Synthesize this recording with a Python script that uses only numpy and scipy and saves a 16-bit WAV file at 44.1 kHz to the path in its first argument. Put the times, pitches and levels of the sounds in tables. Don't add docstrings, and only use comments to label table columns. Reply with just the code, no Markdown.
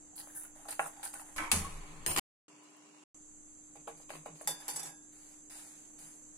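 import sys
import numpy as np
from scipy import signal
from scipy.fft import rfft, irfft, next_fast_len
from scipy.io import wavfile
from scipy.ndimage import uniform_filter1d, minimum_filter1d

SR = 44100
rng = np.random.default_rng(int(sys.argv[2]) if len(sys.argv) > 2 else 0)


def rack_gain(trim_db):
    fader = np.asarray(trim_db, float)
    return 10 ** (fader / 20)


def waveform_to_disk(signal):
    frames = np.transpose(np.atleast_2d(signal))
    scaled = np.clip(frames, -1, 1) * 32767
    samples = np.round(scaled).astype(np.int16)
    wavfile.write(sys.argv[1], SR, samples)


N = 280917
SIZE = next_fast_len(N, True)
TIME = np.arange(N) / SR
FREQ = np.fft.rfftfreq(SIZE, 1 / SR) + 1
SIDES = np.array([[1], [-1]])
ALIKE_HZ = 890

# start/s, end/s, hiss/dB, air/dB, rumble/dB
SHOTS = [
    (0, 1.361, -57.5, -67, -66.5),
    (1.361, 2.1963, -59.5, -62.5, -53.5),
    (2.482, 3.038, -65, -69.5, -96),
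    (3.145, 5.492, -56.5, -68.5, -68),
    (5.496, 6.383, -55.5, -67, -69.5),
]


def shot_gate(start_s, end_s):
    return uniform_filter1d(1. * ((TIME >= start_s) & (TIME < end_s)), size=60)


def unit(x):
    return x / np.sqrt(np.mean(x ** 2))


def slope(points):
    hz, db = np.transpose(points)
    return rack_gain(np.interp(np.log(FREQ), np.log(hz), db, left=-90, right=-90))


def humps(rows):
    return np.sqrt(sum(rack_gain(2 * db) / (1 + (2 * (FREQ - hz) / width_hz) ** 2) for hz, width_hz, db in rows))


def noise(gain, grains=0, spread_db=0):
    mid, side = rng.standard_normal((2, SIZE))
    if grains:
        grain_db = spread_db * rng.standard_normal(30000)
        size = rack_gain(grain_db[(np.arange(SIZE) * grains / SR).astype(int)])
        mid, side = mid * size, side * size
    unlike = FREQ / np.hypot(FREQ, ALIKE_HZ)
    spectrum = gain * (rfft(mid) + SIDES * unlike * rfft(side))
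    return unit(irfft(spectrum, SIZE)[:, :N])


def ring(modes, scatter_db, scale=1., push_s=0.000083):
    hz, db, t60_s = np.transpose(modes)[:, :, None, None]
    t = TIME[:int(min(t60_s.max() * scale, .5) * SR)]
    blow = rng.standard_normal((len(modes), 1, 1))
    port_size, port_phase = rng.standard_normal((2, len(modes), 2, 1))
    unlike = np.minimum(hz / (3 * ALIKE_HZ), 1)
    level = rack_gain(db + scatter_db * (blow + unlike * port_size))
    longest_s = 0.86 + 0.13 * (hz < 4000)
    decay = np.exp(-np.log(1000) * t / (np.minimum(t60_s, longest_s) * scale))
    y = np.sum(level * decay * np.sin(2 * np.pi * hz * t + 2 * unlike * port_phase), axis=0)
    y = y * (1 - np.exp(-t / push_s))
    return y / np.abs(y).max()


def burst(source, s, t60_s):
    i = int(s * SR)
    piece = source[:, i:i + int(t60_s * SR)]
    return piece * np.exp(-np.log(1000) * TIME[:piece.shape[1]] / t60_s) / 3


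def add(out, s, y, db, pan_db=0):
    i = int(s * SR)
    for part in y if isinstance(y, tuple) else (y,):
        out[:, i:i + part.shape[1]] += part * rack_gain(db + SIDES * pan_db / 2)


def tilt(modes, hard_db, pivot_hz):
    return [(hz, db + hard_db * np.log2(hz / pivot_hz), t60_s) for hz, db, t60_s in modes]


def swell(s, hold_s, rise_s, fall_db_s, bite_db=0):
    t = TIME[::16] - s
    climb_db = bite_db * (np.clip(t / max(hold_s, .001), 0, 1) - 1)
    fall_db = fall_db_s * np.clip(t - rise_s - hold_s, 0, None)
    gain = np.clip(t / rise_s, 0, 1) * rack_gain(climb_db - fall_db)
    return np.repeat(gain, 16)[:N]


def layers(rows, rise_s, fall_db_s, bite_db=0):
    power = 0
    for s, hold_s, *db in rows:
        power = power + (rack_gain(db)[:, None] * swell(s, hold_s, rise_s, fall_db_s, bite_db)) ** 2
    return np.sqrt(power)


def mains_hum():
    wobble = unit(uniform_filter1d(rng.standard_normal(N), size=2000))
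    tone = np.sqrt(2) * np.sin(2 * np.pi * 300.9 * TIME + 0.36 * SIDES)
    return rack_gain(-64.5 + 0.33 * wobble) * tone * rack_gain(0.8 * SIDES)


# f/Hz, width/Hz, level/dB
HISS_BANDS = [(6394, 380, 3), (7346, 540, 5), (7990, 500, -1), (9720, 740, -1.5)]


def thin_hiss():
    return noise(humps(HISS_BANDS) ** 2) * rack_gain(-1.5 * SIDES)


# f/Hz, density/dB per Hz
AIR_SLOPE = [(82, -67.5), (140, -14), (242, -15), (300, -11.5), (351, -17.5), (3060, -35), (3520, -35.5),
             (4590, -34.5), (5540, -37.5), (5800, -41), (7540, -58.5), (12800, -120)]


def room_air():
    return noise(slope(AIR_SLOPE + [(12000, -39.0), (16000, -51.5)]))


# f/Hz, density/dB per Hz
RUMBLE_SLOPE = [(15, 9), (25, -24), (60, -17.5), (130, -25.5), (150, -29.5)]


def far_rumble():
    draught = noise(slope(RUMBLE_SLOPE))[0]
    return noise(slope(RUMBLE_SLOPE)) + 0.3 * SIDES * draught


def walls(x):
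    t60_s, level_db = 0.24, -7
    t = TIME[:int(.5 * SR)]
    echo = noise(np.ones(len(FREQ)))[:, :len(t)]
    dull = uniform_filter1d(echo, size=9)
    tail = dull + (echo - dull) * np.exp(-t / 0.024)
    tail = tail * np.exp(-np.log(1000) * t / t60_s) * np.clip(t / 0.0016 - .5, 0, 1)
    tail = tail / np.sqrt(np.sum(tail ** 2, axis=1, keepdims=True))
    return rack_gain(level_db) * signal.fftconvolve(x, tail, axes=1)[:, :N]


# f/Hz, density/dB per Hz
SIMMER_SLOPE = [(190, -52), (330, -34), (398, 10.5), (431, -10.5), (758, -4.5), (989, -1.5), (1660, -14),
                (2780, -8.5), (3630, -15.5), (7480, -11.5), (9760, -24), (10600, -22.5), (14000, -53.5)]


def simmer():
    pan_wall = 1 + rack_gain(-1.0) * humps([(2784, 56, 0.0026)])
    bubbles = noise(slope(SIMMER_SLOPE) * pan_wall, grains=320, spread_db=2.0)
    return rack_gain(-63.5) * bubbles * (TIME > SHOTS[1][1]) * (TIME < SHOTS[3][0])


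# f/Hz, density/dB per Hz
GRIT_SLOPE = [(3410, -50), (5800, -16.5), (9590, 0), (10600, -5.5), (11500, -11.5), (12400, -12),
              (13800, -18.5), (14800, -13.5), (16400, -38.5)]
# f/Hz, density/dB per Hz
SPLASH_SLOPE = [(210, -46), (350, -29), (804, -1), (1120, -14), (1410, -7), (3390, -10.5), (5020, -8),
                (5590, -11), (6000, -17), (7800, -39), (13200, -120)]
# t/s, hold/s, splash/dB, spray/dB, fall/dB per s
GUSHES = [
    (5.118, 0.22, -69.5, -64, 125),
    (5.497, 0.075, -58.5, -52, 54.5),
    (5.983, 0.081, -64.5, -55, 106),
]
# t/s, level/dB
BUBBLE_POPS = [
    (2.6332, -51),
    (2.7025, -54),
    (2.7663, -49),
]


def pour_and_pops():
    splash, mist = sum(layers([row], 0.0059, fall_db_s) for *row, fall_db_s in GUSHES)
    spray = noise(slope(GRIT_SLOPE), grains=1600, spread_db=2.5)
    out = splash * noise(slope(SPLASH_SLOPE), grains=570, spread_db=2.0) + mist * spray
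    for s, db in BUBBLE_POPS:
        add(out, s, burst(spray, s, 0.037), db)
    return out


SPARK_S, CATCH_S, LAID_S = 1.51, 1.514, 2.056
# f/Hz, density/dB per Hz
ROAR_SLOPE = [(160, -36.5), (280, -12), (472, -2), (518, -14), (864, -5.5), (927, -10), (1090, -4.5),
              (1530, -14.5), (2110, -10.5), (4500, -18), (5850, -39.5), (9900, -120)]
# f/Hz, density/dB per Hz
JET_SLOPE = [(1760, -8.5), (3000, -7.5), (5000, -2), (5260, -5), (5720, 1), (6190, 1), (10900, 5.5),
             (12000, -8), (16000, -14), (16400, -41)]
# roar/dB, hiss/dB, boom/dB, fall/dB per s
FLARE_STAGES = [
    (-39.5, -29.5, -60.5, 212),
    (-44, -43.5, -47, 86.5),
    (-54.5, -66, -56, 4),
]
# f/Hz, width/Hz, level/dB
KNOB_MODES = [(316.6, 37, -0.5), (585, 26, -14), (1070, 290, 0), (1310, 35, -7), (1570, 25, -4),
              (1990, 19, -10.5), (2240, 330, -3), (3280, 24, -9)]
# f/Hz, width/Hz, level/dB
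GRATE_MODES = [(368, 29, 11), (468, 40, -1), (770, 74, 3), (953, 53, 0.5), (1092, 18, 2.5),
               (2260, 21, -1.5), (2340, 31, -14.5), (2470, 40, -9), (2730, 310, -7.5), (2990, 30, 4),
               (3220, 29, -12)]
# f/Hz, width/Hz, level/dB
LIGHTER_MODES = [(4160, 37, -21), (5030, 56, -21), (5460, 92, -24), (6590, 47, -20), (7290, 81, -13),
                 (8750, 30, 0), (9430, 77, -12), (9930, 45, -14), (10150, 200, -16), (11700, 250, -21),
                 (12700, 300, -18), (13300, 60, -20), (14200, 300, -23), (15060, 35, -13)]
# t/s, hold/s, low/dB, high/dB, boom/dB
HANDLING_EVENTS = [
    (1.36, 0.0097, -47, -45, -54),
    (1.381, 0.042, -38, -54.5, -65),
    (2.062, 0.034, -38, -33.5, -46),
    (2.163, .004, -36.5, -46.5, -62),
    (2.174, .026, -30.5, -36, -57),
]


def knob_flame_and_drag():
    low, high, thump = layers(HANDLING_EVENTS, 0.0035, 141)
    rush, hiss, boom = sum(layers([(CATCH_S, 0, *db)], 0.0079, fall_db_s) for *db, fall_db_s in FLARE_STAGES)
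    knob = noise(humps(KNOB_MODES), grains=300, spread_db=2.0)
    grate = noise(humps(GRATE_MODES) ** .6, grains=500, spread_db=2.5)
    lighter = noise(humps(LIGHTER_MODES) ** .85 * (FREQ < 15250), grains=300, spread_db=2.0)
    roar = noise(slope(ROAR_SLOPE), grains=220, spread_db=0.5)
    jet = noise(slope(JET_SLOPE), grains=1000, spread_db=2.0)
    flutter = rack_gain(-49) * swell(CATCH_S, hold_s=0.17, rise_s=.1, fall_db_s=117)
    flame = rack_gain(-1.0) * flutter * noise(humps([(24.4, 13, 0)]) ** 2)
    boom = boom * swell(CATCH_S, hold_s=9, rise_s=0.028, fall_db_s=0) + thump
    flame += rack_gain(-4.0) * boom * noise(humps([(83.5, 49, -13.5), (165, 23, -9.5)]) ** 2)
    laid = TIME > LAID_S
    low_rub = low * np.where(laid, grate, knob * (TIME < SPARK_S))
    high_rub = high * np.where(laid, lighter, jet)
    out = rack_gain(-2.5) * (low_rub + rush * roar) + high_rub + hiss * jet + flame
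    return out * (TIME < SHOTS[1][1])


# f/Hz, density/dB per Hz
SNAP_SLOPE = [(410, -44), (700, -8.5), (1100, 2.5), (1740, -1.5), (2390, -0.5), (4260, -6.5), (4860, -0.5),
              (5480, -11.5), (6500, -3.5), (9280, 0.5), (13200, -18), (15300, -14), (16400, -41)]
# t/s, level/dB, left minus right/dB, rattle t60/s
SNAP_EVENTS = [
    (1.363, -41, -10, 0.1),
    (1.381, -26, -2, 0.021),
    (1.516, -9, 2.5, 0.039),
    (1.652, -34, 7.5, 0.016),
    (2.063, -13, 7, 0.01),
    (2.116, -28, 1.5, 0.032),
    (2.163, -16.5, 4, 0.028),
    (2.174, -17.5, 2.5, 0.037),
    (2.184, -19.5, 0, 0.031),
]
# f/Hz, level/dB, t60/s
DETENT_MODES = [(934, -1.5, .09), (1324, -1.5, 0.13), (1700, -1.5, .08), (1530, -2, 0.18),
                (2030, -1, 0.081), (2096, -6.5, .08), (2260, -4, 0.074), (2680, -5.5, .05)]
# t/s, level/dB, hardness/dB per octave
DETENT_EVENTS = [
    (1.382, -26, 7),
    (1.416, -42.5, 0),
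    (1.474, -39.5, -20),
]
# t/s, level/dB, f/Hz, t60/s
WHOOMP_EVENTS = [
    (1.53, -32, 202, 0.025),
    (1.529, -37, 81.6, 0.3),
    (1.566, -30, 184.5, 0.062),
    (1.586, -65, 165, 0.37),
    (1.608, -35.5, 182, 0.054),
    (1.644, -38, 1103, 0.062),
    (2.174, -35.5, 320, 0.035),
]


def snaps_and_whoomp():
    out = np.zeros((2, N))
    snap = noise(slope(SNAP_SLOPE), grains=2000, spread_db=1.5)
    for s, db, pan_db, t60_s in SNAP_EVENTS:
        add(out, s, burst(snap, s, t60_s), db + 1.5, pan_db)
    for s, db, hard_db in DETENT_EVENTS:
        add(out, s, ring(tilt(DETENT_MODES, hard_db, 1000), 0.91, push_s=.0006), db, -3)
    for s, db, hz, t60_s in WHOOMP_EVENTS:
        add(out, s, ring([(hz, 0, t60_s)], 0, push_s=0.01), db)
    return out


# t/s, hold/s, level/dB
ROCK_EVENTS = [
    (.8, 0.046, -58.5),
    (3.77, 0.053, -66),
    (3.92, 0.034, -61.5),
    (4.135, 0.064, -56),
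    (4.295, 0.042, -54.5),
    (4.45, 0.067, -55),
    (4.72, 0.19, -60.5),
    (5.99, 0.078, -64.5),
]


def pot_rocking():
    wander = 0.72 * noise(humps([(8.3, 17, 0)]) ** 2)[0]
    return layers(ROCK_EVENTS, 0.0095, 280) * np.sin(2 * np.pi * 164 * TIME + wander)


# f/Hz, density/dB per Hz
SKIM_SLOPE = [(2940, -62), (5000, -32), (6190, -17), (6820, -26), (7330, -12), (8040, -11), (9990, 1.5),
              (11400, -7), (15900, -18)]


def flour_grit():
    deep = noise(slope(GRIT_SLOPE), grains=420, spread_db=3.0)
    return np.where(TIME < .52, noise(slope(SKIM_SLOPE), grains=300, spread_db=2.5), deep)


# f/Hz, width/Hz, level/dB
CHATTER_MODES = [(3550, 28, -7), (4670, 28, -4), (5170, 65, -7), (6080, 68, -5), (7400, 66, 0),
                 (7950, 39, -1), (8870, 55, -3), (9770, 53, -2), (10100, 160, -4), (11000, 100, -8),
                 (11500, 36, -6), (13500, 39, -16), (14300, 92, -21), (14900, 51, -25)]


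def steel_chatter():
    return noise(humps(CHATTER_MODES) ** 0.89 * FREQ ** 0.19, grains=67, spread_db=3.5)


# f/Hz, width/Hz, level/dB
POT_MODES = [(836, 150, 3.5), (1598, 820, -6)]
# f/Hz, width/Hz, level/dB
FULL_POT_MODES = [(439, 110, 7.5), (690, 200, -0.5), (1060, 190, 1), (2400, 670, -5)]
# f/Hz, width/Hz, level/dB
WALL_MODES = [(3080, 790, -7.5), (4020, 600, -6.5), (4746, 1100, -3)]
# t/s, hold/s, grit/dB, pot body/dB, pot wall/dB
STROKE_EVENTS = [(.03, 0.08, -89, -80, -99), (.155, 0.013, -53.5, -72, -67),
                 (.175, 0.027, -50.5, -61, -59.5), (.24, 0.13, -62, -65.5, -88),
                 (.347, 0.012, -49, -70, -83), (.358, 0.027, -45, -66, -82),
                 (.405, 0.035, -53.5, -62.5, -84), (.55, 0.14, -65, -64, -84),
                 (.682, 0.015, -47.5, -51, -56), (.703, 0.011, -44.5, -68.5, -56),
                 (.802, 0.063, -51, -53.5, -70.5), (.93, 0.14, -66, -62.5, -77),
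                 (1.028, 0.0073, -44.5, -47, -57.5), (1.043, 0.015, -44.5, -75, -58),
                 (1.13, 0.075, -55, -58.5, -69.5), (1.24, 0.082, -62, -63.5, -80),
                 (3.752, 0.0085, -83, -61, -71.5), (3.871, 0.0033, -61.5, -51, -66),
                 (3.97, 0.05, -68, -66.5, -74), (4.09, 0.071, -59, -54, -64.5),
                 (4.254, 0.0073, -79, -51.5, -68.5), (4.35, 0.28, -68.5, -66.5, -70)]
# t/s, hold/s, chatter/dB, pot body/dB
DRAG_EVENTS = [
    (4.474, 0.0046, -39.5, -46),
    (4.6, 0.091, -57.5, -62),
    (4.681, 0.008, -44, -47.5),
    (4.72, .03, -51, -67),
    (4.761, 0.0079, -48.5, -50),
    (4.79, 0.0079, -57.5, -55),
    (4.828, 0.011, -52.5, -54.5),
    (4.853, 0.017, -53.5, -55),
]


def spoon_strokes(grit, chatter):
    grind, shake, wall = layers(STROKE_EVENTS, 0.0032, 269.5, bite_db=-0.5)
    drag, thrum = layers(DRAG_EVENTS, 0.0013, 222)
    edges = slope([(250, 4.5), (500, 0.4), (2500, 2.1), (4000, 8.3)])
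    body = noise(humps(POT_MODES) ** 1.03 * edges, grains=300, spread_db=3.5)
    full = noise(humps(FULL_POT_MODES) ** 1.03 * edges, grains=300, spread_db=3.5)
    out = shake * np.where(TIME < SHOTS[0][1], body, full) + thrum * (body + rack_gain(-7.5) * full)
    wall_noise = noise(humps(WALL_MODES) ** 2, grains=230, spread_db=4.0)
    out += rack_gain(1.5) * wall * wall_noise * rack_gain(1.5 * SIDES)
    return out + rack_gain(3.0 - 0.71 * SIDES) * (grind * grit + drag * chatter)


# f/Hz, level/dB, t60/s
POT_KNOCK_MODES = [(165, -41, 0.33), (462.5, -13.5, 0.25), (628, -8, 0.13), (689, 6.5, 0.063),
                   (810, 11, 0.051), (1085, 15, 0.023), (1124, -14.5, 0.15), (1370, 18, 0.015),
                   (1650, -8, 0.093), (2014, 9.5, 0.016), (2634, 15.5, 0.0097)]
# t/s, level/dB, edge/dB, ring scale/1, hardness/dB per octave
KNOCK_EVENTS = [(0.273, -43, -20, 0.35, 0), (0.653, -43, -12, 1, -5), (0.686, -37, -15.5, 0.34, -0.5),
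                (0.727, -35, -9.5, 0.74, 10), (0.794, -17, -14.5, 0.54, 1.2), (0.86, -34, -7, 1.0, -2),
                (1.139, -38, -2, 0.71, 3), (1.196, -42, -6.5, 1.0, 2.5), (3.754, -47, -3, 0.6, -4),
                (3.877, -31.5, -19, 0.49, -3.5), (4, -48.5, -18, 0.26, -1), (4.104, -31, -16.5, 0.23, 3),
                (4.26, -33, -11.5, 0.27, -4.5), (4.411, -37, -2.5, 0.24, -2)]
# t/s, level/dB, f/Hz
TOUCH_EVENTS = [(0.132, -56, 750), (0.191, -60, 900), (.2, -54.5, 1700), (0.299, -55, 1630),
                (.36, -46, 1576), (.374, -50, 1530), (.39, -62, 1580), (0.449, -53, 1430), (.56, -56, 610),
                (.595, -54.5, 670), (0.7934, -27.5, 1420), (.97, -52, 795), (.995, -46.5, 800),
                (1.03, -48, 872), (1.05, -50.5, 804), (1.059, -44.5, 1550), (1.086, -68, 1480),
                (1.154, -45, 1514), (1.215, -45, 810), (4.49, -41, 553), (4.505, -43.5, 456),
                (4.62, -51, 1700)]


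def spoon_knocks(grit):
    out = np.zeros((2, N))
    for s, db, edge_db, scale, hard_db in KNOCK_EVENTS:
        push_s = (0.0015 if s < SHOTS[0][1] else .0045) * rack_gain(-2 * hard_db)
        knock = ring(tilt(POT_KNOCK_MODES, hard_db, 800), 0.26, scale, push_s=push_s)
        add(out, s, (knock, rack_gain(edge_db) * burst(grit, s, 0.081)), db - 0.5, -0.6)
    for s, db, hz in TOUCH_EVENTS:
        add(out, s, ring([(hz, 0, 0.03), (1.13 * hz, -5, 0.03)], 1.0, push_s=0.005), db)
    return out


# f/Hz, level/dB, t60/s
SPOON_MODES = [(3548, -13, 0.31), (4673, -10, 0.29), (5076, -25, 0.92), (5179, -10, 0.17),
               (6089, -13, 0.26), (6218, -16, 0.31), (7397, 0, 0.075), (7957, -12, 0.22), (8861, -11, 0.25),
               (9776, -14, 0.2), (10190, -23, 5.0), (10580, -18, 0.21), (10980, -26, 0.53),
               (11530, -6, 0.12)]
# f/Hz, level/dB, t60/s
HANDLE_MODES = [(4479, -9, 0.21), (5141, -11, 0.23), (5373, -15, 5.0), (5771, 0, 0.17), (6045, -11, 3.7),
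                (6751, -11, 0.61), (7569, -6, 0.88), (7930, -2, 0.078), (9055, -7, 0.17), (10060, -4, 1.0),
                (10970, -11, 0.45), (11510, -3, 0.15), (12550, -8, 0.16), (13470, -4, 0.14)]
# f/Hz, level/dB, t60/s
TIP_MODES = [(4845, -20, .2), (5780, 5, 0.33), (6680, 7, 0.14), (7950, 18, 0.17), (8000, 0, 0.18),
             (8100, 4, 0.17), (9300, -14, .15), (9722, -27, .15), (10200, -17, .15), (10700, -19, 0.13),
             (12650, -13, .1), (13600, -13, .1)]
# f/Hz, level/dB, t60/s
RIM_MODES = [(990, -14, .6), (1640, -13, .55), (1852, -17, .2), (2300, -12, .2), (2638, -11, .2),
             (3080, -11, .15), (3548, -8, .45), (4188, -4, .065), (4850, -13, .22), (5082, -15, .4),
             (5448, -20, .2), (5766, -3, .12), (5954, -18, .4), (6944, -18, .35)]
# f/Hz, level/dB, t60/s
BOWL_MODES = [(584, -15, 0.082), (845, 15.5, 0.15), (904, -7, 0.13), (990, -7.5, 0.84), (1550, -11, 0.03),
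              (1700, -24, 1), (1980, 24, 0.012)]
# f/Hz, level/dB, t60/s
EDGE_MODES = [(4350, -6, .1), (5700, -11, .12), (6700, 6.5, .1), (9840, 6, 0.11), (12000, -5, .08),
              (12650, -4, 0.17), (13000, -8, .1), (13500, -11.5, 0.13), (14500, -5, 0.11),
              (14900, -14.5, 0.061)]
# delay/s, level re blow/dB
CLINK_BOUNCES = [
    (.0022, -5),
    (.005, -3.5),
    (.011, -8.5),
    (.019, -3),
]
# t/s, level/dB, left minus right/dB, thud/dB, rim/dB
CLINK_EVENTS = [
    (4.4739, -18, -1.5, -4, -12),
    (4.6808, -24.5, -1.5, -3, -8),
    (4.7606, -25.5, -2, -8, -19),
    (4.7944, -33, -7, -12, -2),
    (4.8314, -31.5, -2, -22, -26),
    (4.858, -34, -4, -21, -1),
]


def spoon_clinks(grit, chatter):
    out = np.zeros((2, N))
    for s, db, pan_db, thud_db, rim_db in CLINK_EVENTS:
        struck = SPOON_MODES if s < 4.6 else HANDLE_MODES if s < 4.7 else TIP_MODES
        blow = ring(struck, 0.75)
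        rim = rack_gain(rim_db) * ring(RIM_MODES, 0.74)
        rattle = rack_gain(2.0) * burst(chatter, s, 0.12)
        scrape = rack_gain(8.0) * burst(grit, s, 0.031)
        thud = rack_gain(thud_db) * ring(BOWL_MODES, 0.8)
        add(out, s, (blow, rim, rattle, scrape, thud), db - 8.5, pan_db)
        for late_s, late_db in CLINK_BOUNCES:
            add(out, s + late_s, ring(EDGE_MODES, 4.0, 0.55), db + late_db - 11.5, pan_db)
    return out


def spoon():
    grit, chatter = flour_grit(), steel_chatter()
    out = pot_rocking() + spoon_strokes(grit, chatter)
    return out + spoon_knocks(grit) + spoon_clinks(grit, chatter)


def scene():
    near = simmer() + pour_and_pops() + knob_flame_and_drag() + snaps_and_whoomp() + spoon()
    steady = near + walls(near) + mains_hum()
    hiss, air, rumble = thin_hiss(), room_air(), far_rumble()
    out = np.zeros((2, N))
    for start_s, end_s, hiss_db, air_db, rumble_db in SHOTS:
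        floor = rack_gain(hiss_db) * hiss + rack_gain(air_db) * air + rack_gain(rumble_db) * rumble
        out += shot_gate(start_s, end_s) * (steady + floor)
    return out


# f/Hz, threshold re neighbours/dB
MUTE_BARS = [(1200, -18), (2200, -7), (3400, -2.5), (5000, -3), (5600, -3), (6200, -11), (8300, -8),
             (10200, -9), (11300, -1.5), (15000, 0)]


def suppress(x):
    reach_hz, opens_db, scatter_db = 1300, 3.5, 4
    frame = dict(fs=SR, window="cosine", nperseg=2048)
    hz, _, z = signal.stft(x, **frame)
    power = np.sum(np.abs(z) ** 2, axis=0) + 1e-18
    around = uniform_filter1d(power, size=int(reach_hz / hz[1]), axis=0)
    scatter = rng.standard_normal((len(hz) // 10 + 1, z.shape[2] // 2 + 1))
    scatter = scatter.repeat(10, 0).repeat(3, 1)[:len(hz), :z.shape[2]]
    threshold_db = np.interp(hz, *np.transpose(MUTE_BARS), left=-60)[:, None]
    bar = around * rack_gain(2 * (threshold_db + scatter_db * scatter))
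    total = power[80:].sum(axis=0)
    step = total / minimum_filter1d(total, size=3)
    bar = bar / (1 + (step / rack_gain(2 * opens_db)) ** 4)
    weakest = np.minimum(power, uniform_filter1d(power, size=7, axis=0))
    return signal.istft(z / (1 + (bar / weakest) ** 5), **frame)[1][:, :N]


def roll_off(x):
    return signal.sosfilt(signal.butter(12, 15800, fs=SR, output="sos"), x)


def record(dry):
    cuts = sum(shot_gate(start_s, end_s) for start_s, end_s, *_ in SHOTS)
    mix = suppress(dry) * (cuts > 0)
    return roll_off(mix)


dry = scene()
out = record(dry)
waveform_to_disk(out)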